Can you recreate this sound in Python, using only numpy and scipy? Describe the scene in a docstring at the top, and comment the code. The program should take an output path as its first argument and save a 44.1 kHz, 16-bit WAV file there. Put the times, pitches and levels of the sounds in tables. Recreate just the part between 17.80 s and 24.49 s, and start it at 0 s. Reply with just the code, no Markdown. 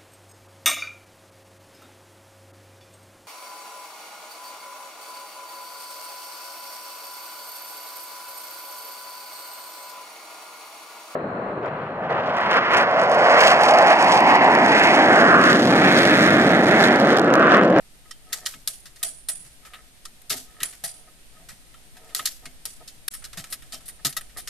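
"""Steel snaps are heard first: a hand lever winch is pumped under load among trees.
Each pawl snap is a swarm of tiny contacts that rings pawl and lever; wheel modes and echoes linger after it.
Below, shaken frame modes thud, and uneven jerks of cable and frame sound groaning resonances.
Behind lie the hiss of leaves and the rumble of wind on the microphone ports, both shaped from noise.
Once the sound drops out for an instant and fades back."""
import sys
import numpy as np
from scipy import signal
from scipy.fft import rfft, irfft
from scipy.io import wavfile

SR = 44100
rng = np.random.default_rng(int(sys.argv[2]) if len(sys.argv) > 2 else 0)


def dump(signal):
    """Clip the signal to [-1, 1] and save it as 16-bit WAV at the path in sys.argv[1]."""
    limited = np.clip(np.atleast_2d(signal).T, -1, 1)
    pcm = np.round(limited * 32767).astype(np.int16)
    wavfile.write(sys.argv[1], SR, pcm)


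N = 295029   # length [samples]


def from_db(db):
    """Decibels to gain."""
    return 10 ** (np.asarray(db) / 20)


def rms_one(x):
    """Scales to rms 1."""
    return x / np.sqrt(np.mean(x ** 2) + 1e-20)


def at_hz(points, hz):
    """Reads a table along a log-frequency axis."""
    table = np.array(points)
    return np.interp(np.log(hz), np.log(table[:, 0]), table[:, 1])


def bins():
    """Frequencies of the transform [Hz], kept above zero for the logarithm."""
    return np.maximum(np.fft.rfftfreq(N, 1 / SR), 1)


def colour(x, spectrum):
    """Shapes by a spectrum, keeping the level of white noise."""
    return irfft(rfft(x) * rms_one(from_db(at_hz(spectrum, bins()))), N)


def drift(rate_hz):
    """Random wander of rms 1: noise through two equal low-pass poles, made at every 40th sample."""
    pole = np.exp(-2 * np.pi * rate_hz * 40 / SR)
    noise = rng.standard_normal(N // 40 + 2002)
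    slow = signal.lfilter([1], [1, -2 * pole, pole * pole], noise)[2000:]   # skip the run-in
    return np.interp(np.arange(N) / 40, np.arange(len(slow)), rms_one(slow))


def ring(x, hz, t60):
    """Two-pole resonator: a unit click sets a dying sine of starting height 1 ringing."""
    r = from_db(-60 / (t60 * SR))
    w = 2 * np.pi * hz / SR
    return signal.lfilter([0, np.sin(w)], [1, -2 * r * np.cos(w), r * r], x + 1e-18)


def two_ports(pair, alike):
    """Two unrelated signals become left and right; alike is their likeness at each frequency."""
    mid, side = rfft(pair)
    alike = np.clip(alike, -1, 1)
    left_right = np.sqrt(1 + alike) * mid + np.sqrt(1 - alike) * side * [[1], [-1]]
    return irfft(left_right, N) / np.sqrt(2)


def stereo_noise(alike):
    """White noise for both ports."""
    return two_ports(rng.standard_normal((2, N)), alike)


def registers(x):
    """Splits a sound into low, middle, high and top range, rms 1 each."""
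    edges_hz = [(400, 2500), (2500, 8400), (8400, 10500), (10500, 16000)]
    filters = [signal.butter(3, edges, "band", fs=SR, output="sos") for edges in edges_hz]
    return np.array([rms_one(signal.sosfilt(sos, x)) for sos in filters])


# pawl and lever contacts: (time [s], middle-range level [dB], lows over middle [dB], highs over middle [dB],
# rattle length [s], tail over rattle [dB]); levels before the impact boost
SNAPS = [(0.309, -36.5, -7, -24, 0.0073, -20), (0.524, -35, -4, -20, 0.0041, -21),
         (0.5285, -21.5, -10, -7, 0.0085, -11.5), (0.655, -33, -21, -18, 0.0047, -35),
         (0.661, -22, -8.5, -19.5, 0.0077, -11), (0.738, -47.5, 6.5, -18, 0.0088, -20),
         (0.8745, -20.5, -13, 0, 0.0054, -15.5), (1.055, -43, -6.5, -24, 0.017, -10),
         (1.159, -45.5, -9.5, -30, .0089, -6), (1.229, -24, -9.5, 2, 0.0069, -9),
         (1.486, -30, -8.5, 3, 0.013, -8), (1.648, -62, -6, -6, 0.017, 11),
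         (1.85, -49.5, -1.5, -15, 0.017, -1), (1.935, -50, 7.5, -12, 0.02, -3),
         (2.253, -32, -9, -19, 0.0055, -23), (2.4165, -53, -2, 6, .0034, -35),
         (2.496, -28, -22, -3.5, 0.0085, -5), (2.502, -24.5, -7, -11, 0.028, -5.5),
         (2.568, -43, -4, 3, 0.003, -48), (2.803, -38.5, 1.5, -12, 0.024, -27),
         (2.831, -23.5, -5.5, 0.5, 0.0044, -12.5), (2.925, -48.5, -1, -8, 0.011, -1.5),
         (3.038, -30.5, -10.5, -0.5, 0.02, -4.5), (3.687, -43.5, -4, -9.5, 0.025, -1),
         (3.941, -50.5, 3.5, -26, 0.0067, -33), (4.167, -47, -1.5, -10, 0.011, -14),
         (4.24, -61, -8, -4, 0.0063, 4.5), (4.29, -56, 3, -10, 0.027, -3),
         (4.348, -17, -10, -4, 0.0029, -28), (4.361, -28, -14, -6, 0.0054, -6),
         (4.394, -33, 5.5, -39, 0.0053, -18.5), (4.451, -40, -1, -23, 0.0046, -17),
         (4.456, -18, -15, -5, 0.005, -15.5), (4.471, -26.5, -11.5, -13, 0.01, -24),
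         (4.655, -36.5, -3.5, -27, 0.012, -16), (4.854, -26.5, -12, -0.5, .0041, -13.5),
         (5.076, -38, -14.5, -13, 0.012, -8), (5.28, -21, -8.5, 0.5, 0.0039, -17.5),
         (5.337, -40.5, -4, 4.5, 0.016, -25), (5.421, -69, 6.5, -7, .015, 14.5),
         (5.441, -33, -8.5, -14, 0.013, -22), (5.53, -38.5, -2.5, -33, 0.0073, -11),
         (5.572, -35.5, -5, -9, 0.03, -7), (5.64, -39.5, -2, -14, 0.0081, -11),
         (5.702, -45.5, -8, 5, 0.041, -25), (5.7245, -33.5, -5.5, -2, .014, -19),
         (5.821, -50, -0.5, -3.5, .01, -8), (5.922, -33.5, -8.5, -11, 0.027, -9.5),
         (6.005, -61, 4.5, 0, .015, -9), (6.056, -52.5, -15, 2.5, 0.042, -7),
         (6.08, -44, -5.5, 4, 0.017, -19), (6.2485, -19.5, -9.5, -8, 0.022, -24),
         (6.292, -43.5, -6, 4, 0.017, -15), (6.326, -37.5, -6, -16, 0.0052, -32),
         (6.366, -25, -6, -1.5, .01, -24), (6.41, -53, 6.5, 7, 0.0072, -25),
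         (6.495, -55.5, -3, -14, 0.014, -5), (6.571, -39, -9, 0, 0.032, -9),
         (6.674, -30.5, -8, -18, 0.0093, -5)]
# dying time of the echoes in the low, middle, high and top range [s]
TAIL_T60_S = [0.25, 0.36, 0.42, 0.32]
SNAP_RISE_S, TAIL_RISE_S = 0.00049, 0.0024
RATTLE_SAG_DB, SETTLE_T60_S = 3.5, 0.083   # sag over the rattle length, then extra decay
IMPACT_BOOST, IMPACT_FADE_S = 0.55, 0.00055   # the first contacts of a snap are the hardest
# high range over top range [dB], more after bright and after lingering snaps [dB per dB]
WHEEL_LEAD_DB, LEAD_PER_HIGH, LEAD_PER_TAIL = 1, 0.61, 0.22
STRENGTH_SPREAD_DB = 4.9   # how far each pawl mode varies from snap to snap
WHEEL_SPREAD = 0.5   # the wheel's modes vary by this share of it


def snap_envelopes():
    """Each snap sets a rattle and a tail gain in four ranges, and how strongly it strikes every mode."""
    rattle, tail = np.zeros((4, 1, N)), np.zeros((4, 1, N))
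    struck_db = np.zeros((len(STEEL) + len(WHEEL), N))
    strength_db = rng.normal(0, STRENGTH_SPREAD_DB, (len(SNAPS), len(struck_db), 1))
    strength_db[:, len(STEEL):] *= WHEEL_SPREAD
    half_second = np.arange(SR // 2) / SR
    for own_db, (s, level_db, low_db, high_db, length, tail_db) in zip(strength_db, SNAPS):
        at = round(s * SR)
        u = half_second[:N - at]
        span = slice(at, at + len(u))
        lead_db = WHEEL_LEAD_DB + LEAD_PER_HIGH * high_db + LEAD_PER_TAIL * tail_db
        lead_db = np.clip(lead_db, -13, 3.0)
        ranges_db = np.array([low_db, 0, high_db + lead_db / 2, high_db - lead_db / 2])
        gains = from_db(level_db + ranges_db)[:, None]
        # the rattle builds within a moment, sags, then settles
        sag_db = RATTLE_SAG_DB * u / length
        settle_db = 60 * np.maximum(u - length, 0) / SETTLE_T60_S
        shape = (1 - np.exp(-u / SNAP_RISE_S)) * from_db(-sag_db - settle_db)
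        impact = 1 + IMPACT_BOOST * np.exp(-u / IMPACT_FADE_S)
        rattle[:, 0, span] += gains * shape * impact
        dying = from_db(tail_db - 60 * u / np.array(TAIL_T60_S)[:, None])
        tail[:, 0, span] += gains * dying * (1 - np.exp(-u / TAIL_RISE_S))
        # the newest snap takes over the modes; bright ones ring the wheel most
        struck_db[:, span] = own_db
        struck_db[len(STEEL):, span] += 1.3 * lead_db
    return rattle, tail, struck_db[:len(STEEL)], struck_db[len(STEEL):]


# colour of the tiny contacts before the ranges are levelled: (frequency [Hz], relative density [dB per Hz])
RATTLE_SPECTRUM = [(500, -31.5), (900, -33.5), (1300, -14.5), (2400, -12), (4000, 4), (8000, -2),
                   (12000, 8.5), (15000, 9)]
CONTACTS_PER_S = 12000


def crack(rattle, alike):
    """Tooth and pawl meet in random tiny contacts of drifting strength, coloured and swelled by the snaps."""
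    hits = (rng.random(N) < CONTACTS_PER_S / SR) * from_db(1.2 * drift(110))
    contacts = two_ports(hits * rng.standard_normal((2, N)), alike)
    return np.sum(rattle * registers(colour(contacts, RATTLE_SPECTRUM)), axis=0)


# pawl and lever modes: (frequency [Hz], relative level [dB], t60 [s])
STEEL = [(1306, 4.5, 0.037), (1480, -58, 0.0053), (1940, 4, 0.027), (2172, -9.5, 0.087), (2574, -2, 0.0066),
         (3136, -10.5, 0.12), (3772, -8.5, 0.042), (4430, -19, 0.042), (5455, -1.5, 0.039),
         (6750, -4, 0.049), (6850, -46, 0.016)]
RING_DB = -38   # trim of all these modes together


def steel_ring(cracks, struck_db):
    """The contacts drive the resonances of pawl and lever, each struck a little differently per snap."""
    modes = sum(from_db(level_db) * ring(cracks * from_db(own_db), hz, t60)
                for own_db, (hz, level_db, t60) in zip(struck_db, STEEL))
    return from_db(RING_DB) * modes


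# colour of the echoes from the trunks: (frequency [Hz], relative density [dB per Hz])
ECHO_SPECTRUM = [(400, -4), (680, -0.5), (950, -5.5), (1300, 4), (2400, 2), (5000, 9.5), (9000, 7.5),
                 (15000, 41)]
# modes of the toothed wheel: (frequency [Hz], relative level [dB])
WHEEL = [(3450, -3), (4840, -3), (5980, 0), (7000, -2), (7750, 5), (8090, 2), (8810, 2), (8915, 0),
         (9240, 0), (9365, 3), (9480, 5), (9605, 6), (9700, 7), (9880, 5), (10100, 1), (11200, -3)]
WHEEL_T60_S, WHEEL_DB = 0.075, -35   # ring time, and trim against the hiss
ECHO_ALIKE = 0.36   # share of the winch's left-right likeness left in the echoes


def wheel_and_echoes(tail, struck_db, alike):
    """Loose parts go on shaking the wheel: noise keeps its modes wavering inside the hiss of echoes."""
    hiss = colour(stereo_noise(ECHO_ALIKE * alike), ECHO_SPECTRUM)
    wheel = sum(from_db(WHEEL_DB + level_db + own_db) * ring(hiss, hz, WHEEL_T60_S)
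                for own_db, (hz, level_db) in zip(struck_db, WHEEL))
    grain = from_db(2.2 * drift(60))   # grainy bounces
    return np.sum(tail * registers(hiss + wheel), axis=0) * grain


# stereo image of the winch: (frequency [Hz], left-right likeness [-1 to 1])
WINCH_ALIKE = [(100, 0.96), (3700, 0.96), (4700, 0.51), (7000, 0.45), (8800, 0.037), (14000, 0.078)]


def ratchet():
    """The pawl snaps over the teeth: contacts crack, steel rings, wheel and echoes linger."""
    rattle, tail, pawl_db, wheel_db = snap_envelopes()
    alike = at_hz(WINCH_ALIKE, bins())
    cracks = crack(rattle, alike)
    return cracks + steel_ring(cracks, pawl_db) + wheel_and_echoes(tail, wheel_db, alike)


# knocks through frame, cable and trunk: (time [s], relative push [dB], second mode over it [dB],
# upper modes over it [dB], shake length [s])
THUDS = [(0.501, -67, 9, 1, 0.022), (0.746, -44.5, -5, -15, 0.021), (0.872, -57.5, -8, 3, .028),
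         (1.231, -63.5, 6, 16.5, 0.054), (1.488, -52.5, -6, 7, 0.029), (1.599, -52, -19, -18, 0.053),
         (2.508, -47, 8.5, 3, .044), (2.811, -50, 1, -10, 0.037), (3.036, -45, -21, 5, 0.022),
         (3.575, -58, -10, -2.5, 0.12), (3.708, -44.5, -22, -19, 0.025), (4.277, -62.5, -19, 8, 0.042),
         (4.395, -59.5, 5, 13.5, .038), (4.659, -54.5, 5.5, -1, 0.022), (5.572, -32, -20.5, -12, 0.02),
         (5.719, -54, 0, 9.5, 0.016), (5.932, -60.5, 5.5, 14.5, 0.034), (6.248, -23, -9.5, -13.5, .016),
         (6.365, -54, -8, 6.5, 0.029)]
# frame modes: (frequency [Hz], relative level [dB], t60 [s])
FRAME = [(151.6, 5.5, 0.042), (263.5, 3, 0.11), (384.5, 3.5, 0.028), (665, 6.5, 0.045), (780, -17, 0.26)]
SHAKE_RISE_S, FRAME_DB = 0.00084, -26   # onset of a shake, trim of all thuds


def thuds():
    """A lumpy shake drives the low modes of the frame, each group with its own strength."""
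    push, u = np.zeros((3, N)), np.arange(SR // 6) / SR
    lumps = rng.standard_normal((len(THUDS), len(u)))
    for lump, (s, level_db, second_db, upper_db, length) in zip(lumps, THUDS):
        shake = lump * (1 - np.exp(-u / SHAKE_RISE_S)) * np.exp(-u / length)
        groups_db = level_db + np.array([[0], [second_db], [upper_db]])
        push[:, round(s * SR):][:, :len(u)] += from_db(groups_db) * shake
    # group 0 lies below 200 Hz, group 1 up to 500 Hz, group 2 above
    rings = sum(from_db(level_db) * ring(push[int(hz > 200) + int(hz > 500)], hz, t60)
                for hz, level_db, t60 in FRAME)
    return from_db(FRAME_DB) * signal.sosfilt(signal.butter(4, 105, "high", fs=SR, output="sos"), rings)


# creaks, and a short low ring under the snap near 4.85 s:
# (start [s], length [s], relative groan level [dB], relative upper ring level [dB])
GROAN_STRETCHES = [(0.245, 0.061, -68.5, -59), (0.466, 0.2, -62.5, -59), (1.204, 0.032, -70, -52),
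                   (1.824, 0.19, -71.5, -59.5), (2.518, 0.097, -52.5, -54), (2.675, 0.24, -73, -63),
                   (3.067, 0.23, -75, -80), (3.265, 0.037, -65, -58), (3.551, 0.071, -77, -59.5),
                   (4.138, 0.33, -65.5, -69), (4.622, 0.044, -60, -58), (5, 0.037, -52.5, -59),
                   (5.517, 0.25, -71, -83), (4.847, 0.038, -58.5, -60), (6.183, 0.033, -72, -59),
                   (6.554, 0.056, -57, -48)]
# cable and frame resonances: (frequency [Hz], width [Hz], relative level [dB])
GROAN = [(466, 13, -7.5), (641, 9, -4), (735, 21, 2), (900, 95, -5), (1269, 23, 0), (1820, 180, -1)]
SLIPS_PER_S, IDLE_DB = 380, -79   # base rate before clumping, relative level between the stretches


def groan():
    """Cable and frame slip in uneven, clumped jerks that sound their resonances."""
    t = np.arange(N) / SR
    effort = np.full((2, N), from_db(IDLE_DB))   # groan, upper ring
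    for s, length, low_db, upper_db in GROAN_STRETCHES:
        ramp = np.clip(np.minimum(t - s, s + length - t) / 0.021, 0, 1)
        effort += from_db([[low_db], [upper_db]]) * ramp
    slips = rng.random(N) < SLIPS_PER_S * from_db(3.0 * drift(14)) / SR
    jerks = slips * rng.standard_normal(N)
    voices = np.zeros(N)
    for hz, width, level_db in GROAN:
        t60 = np.log(1000) / (np.pi * width)   # a wide resonance dies fast
        voices += from_db(level_db) * effort[int(hz > 1000)] * rms_one(ring(jerks, hz, t60))
    return voices


# colour of the leaves: (frequency [Hz], relative density [dB per Hz])
LEAVES_SPECTRUM = [(55, 15), (90, 2.5), (140, 11.5), (200, 6.5), (260, 7), (400, 2), (700, 2), (1100, -3.5),
                   (1800, 1), (4000, 0.5), (7000, -2), (14000, -4)]
# stereo image of the leaves: (frequency [Hz], left-right likeness [-1 to 1])
LEAVES_ALIKE = [(60, 0), (150, 0.79), (600, 0.42), (1400, 0), (14000, 0.029)]
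LEAVES_DB = -53.5   # level around which they drift


def leaves():
    """Leaves hiss as coloured noise that swells with slow gusts and quick rustle."""
    hiss = colour(stereo_noise(at_hz(LEAVES_ALIKE, bins())), LEAVES_SPECTRUM)
    return hiss * from_db(LEAVES_DB + 0.5 * drift(0.12) + 0.45 * drift(9.8))


# colour of the wind: (frequency [Hz], relative density [dB per Hz])
WIND_SPECTRUM = [(10, 7.5), (22, -6), (31, -8.5), (46, -2), (85, -18), (130, -14.5), (250, -60)]
# wind strength: (time [s], level [dB])
GUSTS = [(0.0, -53), (1.2, -52.5), (3.33, -54), (3.54, -49.5), (3.61, -52), (4.15, -53.5), (4.6, -49),
         (5.23, -52.5), (5.46, -44.5), (5.68, -53), (5.8, -46.5), (6.09, -51.5), (6.69, -44.5)]


def wind():
    """Wind rumbles on the ports: low noise, little alike left and right, that follows the gusts."""
    level_db = np.interp(np.arange(N) / SR, *np.transpose(GUSTS))
    return colour(stereo_noise(0.23), WIND_SPECTRUM) * from_db(level_db)


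def scene():
    """Winch, leaves and wind as they reach the ports."""
    background = leaves() + wind()
    return ratchet() + thuds() + groan() + background


# treble response of left and right sides, with its steep roll-off near 14.5 kHz:
# (frequency [Hz], left gain [dB], right gain [dB])
TREBLE_RESPONSE = [(3730, 0.5, 0), (6280, -2, -0.5), (8630, -2, 5), (8560, 5.5, 8), (9600, -2, 8.5),
                   (10490, 2, -9), (11340, 6, -4), (12370, 5, -21), (12560, -6.5, -12),
                   (13400, -3.5, -14.5), (14310, -9, -13), (14700, -40, -47)]


def treble_response(x):
    """Left and right colour the treble differently, with peaks and dips before a steep roll-off."""
    hz, *sides_db = np.transpose(TREBLE_RESPONSE)
    gains_db = [np.interp(bins(), hz, side_db) for side_db in sides_db]
    return irfft(rfft(x) * from_db(gains_db), N)


BREAK_S, BREAK_FADE_S = 5.2862, 0.0016   # the sound breaks off once
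RETURN_S, RETURN_RISE_S = 5.3035, 0.011
CUTOFF_HZ = 15633   # from here up the treble is at least 50 dB down


def record(dry):
    """The treble is coloured on each side; the sound breaks off once and fades back; the top is cut."""
    t = np.arange(N) / SR
    leaving = 1 - (t - BREAK_S) / BREAK_FADE_S
    returning = (t - RETURN_S) / RETURN_RISE_S
    passing = np.clip(np.maximum(leaving, returning), 0, 1)
    top_cut = signal.cheby2(14, 50, CUTOFF_HZ, fs=SR, output="sos")
    return signal.sosfilt(top_cut, treble_response(dry) * passing ** 2)


dry = scene()
out = record(dry)
dump(out)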